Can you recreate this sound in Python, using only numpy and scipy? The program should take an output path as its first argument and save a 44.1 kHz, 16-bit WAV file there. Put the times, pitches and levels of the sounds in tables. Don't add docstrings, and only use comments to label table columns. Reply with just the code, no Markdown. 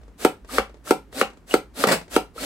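import sys
import numpy as np
from scipy import signal
from scipy.fft import rfft, irfft, next_fast_len
from scipy.io import wavfile

SR = 44100
rng = np.random.default_rng(int(sys.argv[2]) if len(sys.argv) > 2 else 0)


def output_pcm(signal):
    pcm = np.clip(np.atleast_2d(signal).T, -1, 1) * 32767
    wavfile.write(sys.argv[1], SR, np.round(pcm).astype(np.int16))


N = 108045
T = np.arange(N) / SR


def from_db(db):
    return 10 ** (np.asarray(db) / 20)


def unit_rms(x):
    return x / np.sqrt(np.mean(x ** 2) + 1e-20)


def at_hz(points, hz):
    freqs, values = np.transpose(points)
    return np.interp(np.log(np.maximum(hz, 1)), np.log(freqs), values)


def pan(db):
    return from_db(np.array([[.5], [-.5]]) * db)


def since(time):
    return np.maximum(T - time, 0)


def drift(cutoff_hz):
    lowpass = signal.butter(2, cutoff_hz, fs=SR, output="sos")
    return unit_rms(signal.sosfilt(lowpass, rng.standard_normal(N)))


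def roughness(spread_db, cutoff_hz):
    return unit_rms(from_db(spread_db * drift(cutoff_hz)))


# (frequency [Hz], coherence [1])
COHERENCE = [(60, .87), (280, .92), (600, .7), (1300, .55), (2600, .45), (5000, .4), (7500, .72),
             (14000, .68)]
def stereo_white(size):
    hz = np.fft.rfftfreq(size, 1 / SR)
    mid, side = rfft(rng.standard_normal((2, size)))
    alike = at_hz(COHERENCE, hz)
    return (np.sqrt(1 + alike) * mid + np.sqrt(1 - alike) * side * [[1], [-1]]) / np.sqrt(2), hz


# (frequency [Hz], left minus right [dB])
BALANCE = [(300, -0.7), (1200, 0.9), (2500, 3), (4400, 3), (6000, -1), (8400, -1.5), (11500, -.5),
           (14500, 2.5)]
def noise(spectrum):
    size = next_fast_len(N)
    white, hz = stereo_white(size)
    shaped = white * from_db(at_hz(spectrum, hz)) * pan(at_hz(BALANCE, hz))
    return unit_rms(irfft(shaped, size)[:, :N])


# (frequency [Hz], relative density [dB])
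FLOOR_SPECTRUM = [(12, -29), (25, -11), (36, -19), (52, 6), (66, -5.5), (100, -11), (160, -14.5),
                  (280, -12), (600, -25), (1500, -30), (4000, -43), (9000, -47.5), (15500, -55)]
RUMBLE_SPECTRUM = [(25, -38), (42, -1), (53, 13), (64, -4.5), (110, -46), (400, -76)]
# (time [s], relative level [dB])
RUMBLE_ENVELOPE = [(0, 18), (0.15, -8), (0.36, -4), (0.44, 16.5), (0.51, 7.5), (0.6, 20), (0.76, -5),
                   (1.3, -7.5), (2.3, -2), (2.45, 14)]
def background(floor_db=-50.5, rumble_db=-59.5):
    swell_db = np.interp(T, *np.transpose(RUMBLE_ENVELOPE))
    rumble = from_db(rumble_db + swell_db) * noise(RUMBLE_SPECTRUM)
    return rumble + from_db(floor_db) * noise(FLOOR_SPECTRUM)


# (frequency [Hz], level [dB])
REVERB_LEVEL = [(100, -7.5), (200, -7), (310, -12.5), (500, -10), (800, -2), (1300, -11), (2600, -3.5),
                (8000, -6.5), (15000, -6)]
# (frequency [Hz], T60 [s])
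REVERB_T60 = [(150, 0.29), (400, 0.17), (1000, .21), (2800, 0.2), (8000, 0.19), (15000, 0.17)]
def reverberation(x, gap_s=0.0026):
    size = 16384
    white, hz = stereo_white(size)
    t, tail = T[:size], 0
    centres = np.geomspace(100, 16000, 10)
    for centre, weights in zip(centres, np.eye(len(centres))):
        band = irfft(white * at_hz(np.c_[centres, weights], hz) * from_db(at_hz(REVERB_LEVEL, hz)))
        fade = from_db(-60 * t / at_hz(REVERB_T60, centre)) * (t > gap_s)
        tail += band * fade / np.sqrt(np.sum(fade ** 2))
    return signal.fftconvolve(x, tail, axes=1)[:, :N]


# (delay [s], gain [dB])
REFLECTIONS = [(.0064, -19), (0.0105, -15)]
def early_reflections(x, cutoff_hz=690):
    dull = signal.sosfilt(signal.butter(1, cutoff_hz, fs=SR, output="sos"), x)
    return sum(from_db(db) * np.array([np.interp(T - delay, T, side, left=0) for side in dull])
               for delay, db in REFLECTIONS)


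# (frequency [Hz], phase lag [rad])
PHASE_LAG = [(200, 0), (500, 0.02), (1300, 0.74), (1700, 0.5), (2100, 1.46), (3200, 1.68), (4400, .5),
             (5700, 1.5), (6600, -1)]
def direct_sound(x, bass_cut_hz=140):
    x = signal.sosfilt(signal.butter(3, bass_cut_hz, "high", fs=SR, output="sos"), x)
    size = next_fast_len(N + 2048)
    lag = at_hz(PHASE_LAG, np.fft.rfftfreq(size, 1 / SR))
    return irfft(rfft(x, size) * np.exp(1j * lag * [[-.5], [.5]]), size)[:, :N]


# (time [s], level [dB])
TAP_EVENTS = [(0.013, -49), (0.032, -46), (0.079, -46.5), (0.446, -40.5), (0.694, -42), (0.742, -43),
              (0.768, -50.5), (1.126, -34), (1.301, -38.5), (1.332, -43.5), (1.371, -42.5), (1.783, -47),
              (2.012, -32), (2.079, -39)]
# (frequency [Hz], relative density [dB])
TAP_SPECTRUM = [(120, -11), (300, -2), (480, 9), (750, -4.5), (1300, -5), (2500, -13.5), (8000, -20.5),
                (15000, -44)]
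def plunger_taps(attack_s=0.0018, decay_s=0.0059):
    envelope = sum(from_db(db) * np.minimum(since(time) / attack_s, 1) * np.exp(-since(time) / decay_s)
                   for time, db in TAP_EVENTS)
    return envelope * noise(TAP_SPECTRUM)


# (time [s], level [dB], attack [s], decay [s], spray offset [dB])
NOZZLE_SPURTS = [(1.868, -14, 0.0054, .007, -0.5), (1.885, -16.5, 0.0032, 0.027, -2),
                 (1.91, -15, 0.013, 0.016, 1.5)]
# (frequency [Hz], relative density [dB])
SPLUTTER_SPECTRUM = [(70, -13), (150, 5), (230, 2), (310, -3), (500, 5.5), (750, -1.5), (1000, -4.5),
                     (1900, -3.5), (2650, -10), (2950, -15.5), (3600, -22), (4500, -47)]
SPRAY_SPECTRUM = [(1200, -34), (2500, -1), (5000, 4.5), (6000, -3.5), (8200, 4.5), (9600, -7.5),
                  (10800, -1), (13000, -8.5), (15500, -11)]
def nozzle_sputter(spray_db=-8):
    splutter = spray = 0
    for time, db, attack, decay, offset_db in NOZZLE_SPURTS:
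        envelope = from_db(db) * np.minimum(since(time) / attack, 1)
        envelope *= np.exp(-since(time + attack) / decay)
        splutter += envelope
        spray += envelope * from_db(offset_db + spray_db)
    ragged = roughness(spread_db=1, cutoff_hz=630)
    return ragged * (splutter * noise(SPLUTTER_SPECTRUM) + spray * noise(SPRAY_SPECTRUM))


# (start [s], stop [s], hiss level [dB], knock gain [dB])
PUSH_STROKES = [(0.168, 0.2483, -33, 2.5), (0.83, 0.9076, -33.5, 1.5), (1.455, 1.5394, -34.5, 1),
                (2.085, 2.1631, -30, 0.5)]
PULL_STROKES = [(0.454, 0.583, -29, 0), (1.103, 1.213, -29, 0.1), (1.725, 1.8387, -26.5, 1),
                (2.324, 2.468, -28.5, -1)]
# (frequency [Hz], relative density [dB])
PUSH_FRICTION = [(90, -39), (180, 13), (300, 10), (480, 11.5), (750, 12), (950, 3.5), (1300, 9.5),
                 (1700, 6.5), (3200, 4), (6500, 2.5), (8200, 4.5), (9800, 1), (12000, -0.5), (15500, -9.5)]
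PULL_FRICTION = [(90, -1.5), (200, 10), (330, 8.5), (600, 12.5), (850, 3), (1400, 7), (3000, 2.5),
                 (4300, 5), (6500, -2), (8300, 3.5), (9800, -1.5), (11800, -1.5), (15500, -12)]
def sliding_hiss(strokes, spectrum, speed_power, release_s=0.0087):
    envelope = 0
    for start, stop, db, _ in strokes:
        progress = np.clip((T - start) / (stop - start), 0, 1)
        speed = np.sin(np.pi / 2 * progress ** 1.35)
        envelope += from_db(db) * speed ** speed_power * np.exp(-since(stop) / release_s)
    return envelope * roughness(spread_db=1.04, cutoff_hz=150) * noise(spectrum)


# (harmonic number [1], level [dB])
HUM_HARMONICS = [(1, -33.5), (2, -37), (3, -44.5)]
# (time [s], duration [s], centre frequency [Hz], relative glide [1], level [dB])
SEAL_SQUEAKS = [(0.482, 0.032, 1242, 0.11, -40), (0.868, 0.018, 1320, 0.029, -34),
                (1.503, 0.021, 2880, .03, -28), (2.15, .018, 3280, 0.039, -26),
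                (2.353, 0.024, 496, 0.034, -35), (2.375, 0.019, 1316, .14, -28.5)]
def rubber_seal(hum_end_hz=305.2, rise_hz_per_s=1000, hum_s=.07):
    out = np.zeros(N)
    waver = 1 + 0.034 * drift(cutoff_hz=95)
    for _, stop, _, _ in PULL_STROKES:
        time_left = np.clip(stop - T, 0, hum_s)
        phase = 2 * np.pi * np.cumsum((hum_end_hz - rise_hz_per_s * time_left) * waver) / SR
        hum = sum(from_db(db) * np.sin(k * phase) for k, db in HUM_HARMONICS)
        out += np.sin(np.pi * time_left / hum_s) * hum
    rough = roughness(spread_db=4, cutoff_hz=270)
    for time, duration, hz, glide, db in SEAL_SQUEAKS:
        progress = np.clip((T - time) / duration, 0, 1)
        pitch = hz * (1 + glide * (progress - .5)) * np.sqrt(waver)
        envelope = from_db(db) * rough * np.sin(np.pi * progress) ** 2
        out += envelope * np.sin(2 * np.pi * np.cumsum(pitch) / SR)
    return out


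# (frequency [Hz], level after a push [dB], level after a pull [dB], T60 [s])
RING_MODES = [(211.3, -38, -29.5, 0.21), (287, -24.5, -34.5, 0.15), (376, -16.5, -22.5, 0.074),
              (468, -29.5, -46, 0.094), (545.5, -31, -25.5, 0.17), (748.6, -16.5, -21, .13),
              (800, -30, -21.5, 0.16), (938, -38.5, -36.5, 0.2), (1310, -35, -36, .09),
              (2345, -34.5, -45, 0.15)]
def barrel_ring(swell_s=0.0054, phase_spread_rad=0.23):
    out = np.zeros((2, N))
    for direction, strokes in enumerate((PUSH_STROKES, PULL_STROKES)):
        for _, stop, _, knock_db in strokes:
            active = (T >= stop) & (T < stop + .3)
            t = T[active] - stop
            onset = 1 - np.exp(-(t / swell_s) ** 2)
            for hz, *levels_db, t60 in RING_MODES:
                decay = from_db(knock_db + levels_db[direction] + rng.normal() - 60 * t / t60)
                channel_phase = phase_spread_rad * rng.standard_normal((2, 1))
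                out[:, active] += onset * decay * np.sin(2 * np.pi * hz * t + channel_phase)
    return out


# (frequency [Hz], level [dB], rise time [s], delay [s], left minus right [dB])
PUSH_MODES = [(435, -2.5, 0.0019, 0.0015, -1.5), (312.4, -14, 0.0038, 0.00098, -1.5),
              (893, -14, 0.0017, 0.00043, 2), (1327, -11.5, 0.0026, 0.00023, -2),
              (2290, -21, 0.00083, 0.00013, 5.5)]
PULL_MODES = [(490, -10, 0.003, 0.00025, 1.5), (233, -24, 0.0045, 0.00039, -0.5),
              (1284, -4, 0.0011, 0.00012, 1), (2017, -14, 0.0004, 0.00027, 3.5)]
# (frequency [Hz], relative density [dB])
PUSH_CONTACT = [(100, -35), (300, -3.5), (900, -4.5), (2400, -6.5), (4000, -11.5), (6500, -18), (8400, -14),
                (10000, -20.5), (12500, -17.5), (15500, -26.5)]
PULL_CONTACT = [(100, -33.5), (300, -18), (900, -11.5), (2200, -7.5), (4000, -16.5), (6500, -24),
                (9000, -25.5), (15500, -39.5)]
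def stop_knocks(strokes, modes, contact, crack_db=-12, attack_s=.0005, decay_s=0.004):
    crack = from_db(crack_db) * noise(contact)
    out = np.zeros((2, N))
    for _, stop, _, knock_db in strokes:
        active = (T >= stop) & (T < stop + .06)
        t = T[active] - stop
        hit = crack[:, active] * (1 - np.exp(-t / attack_s)) * np.exp(-t / decay_s)
        for hz, db, rise, delay, pan_db in modes:
            age = np.maximum(t - delay, 0)
            envelope = from_db(db) * (age / rise * np.exp(1 - age / rise)) ** 2
            hit -= pan(pan_db) * envelope * np.sin(2 * np.pi * hz * age)
        out[:, active] += from_db(knock_db) * hit
    return out


def scene():
    hiss = sliding_hiss(PUSH_STROKES, PUSH_FRICTION, speed_power=1.45)
    hiss += sliding_hiss(PULL_STROKES, PULL_FRICTION, speed_power=1.75)
    knocks = stop_knocks(PUSH_STROKES, PUSH_MODES, PUSH_CONTACT)
    knocks += stop_knocks(PULL_STROKES, PULL_MODES, PULL_CONTACT)
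    ring = barrel_ring()
    toy = direct_sound(hiss + knocks + rubber_seal() + nozzle_sputter() + plunger_taps())
    return toy + ring + early_reflections(toy) + reverberation(toy) + background()


def record(dry):
    rounded = dry / (1 + np.abs(dry) ** 6) ** (1 / 6)
    return signal.sosfilt(signal.ellip(12, .1, 90, 15900, fs=SR, output="sos"), rounded)


dry = scene()
out = record(dry)
output_pcm(out)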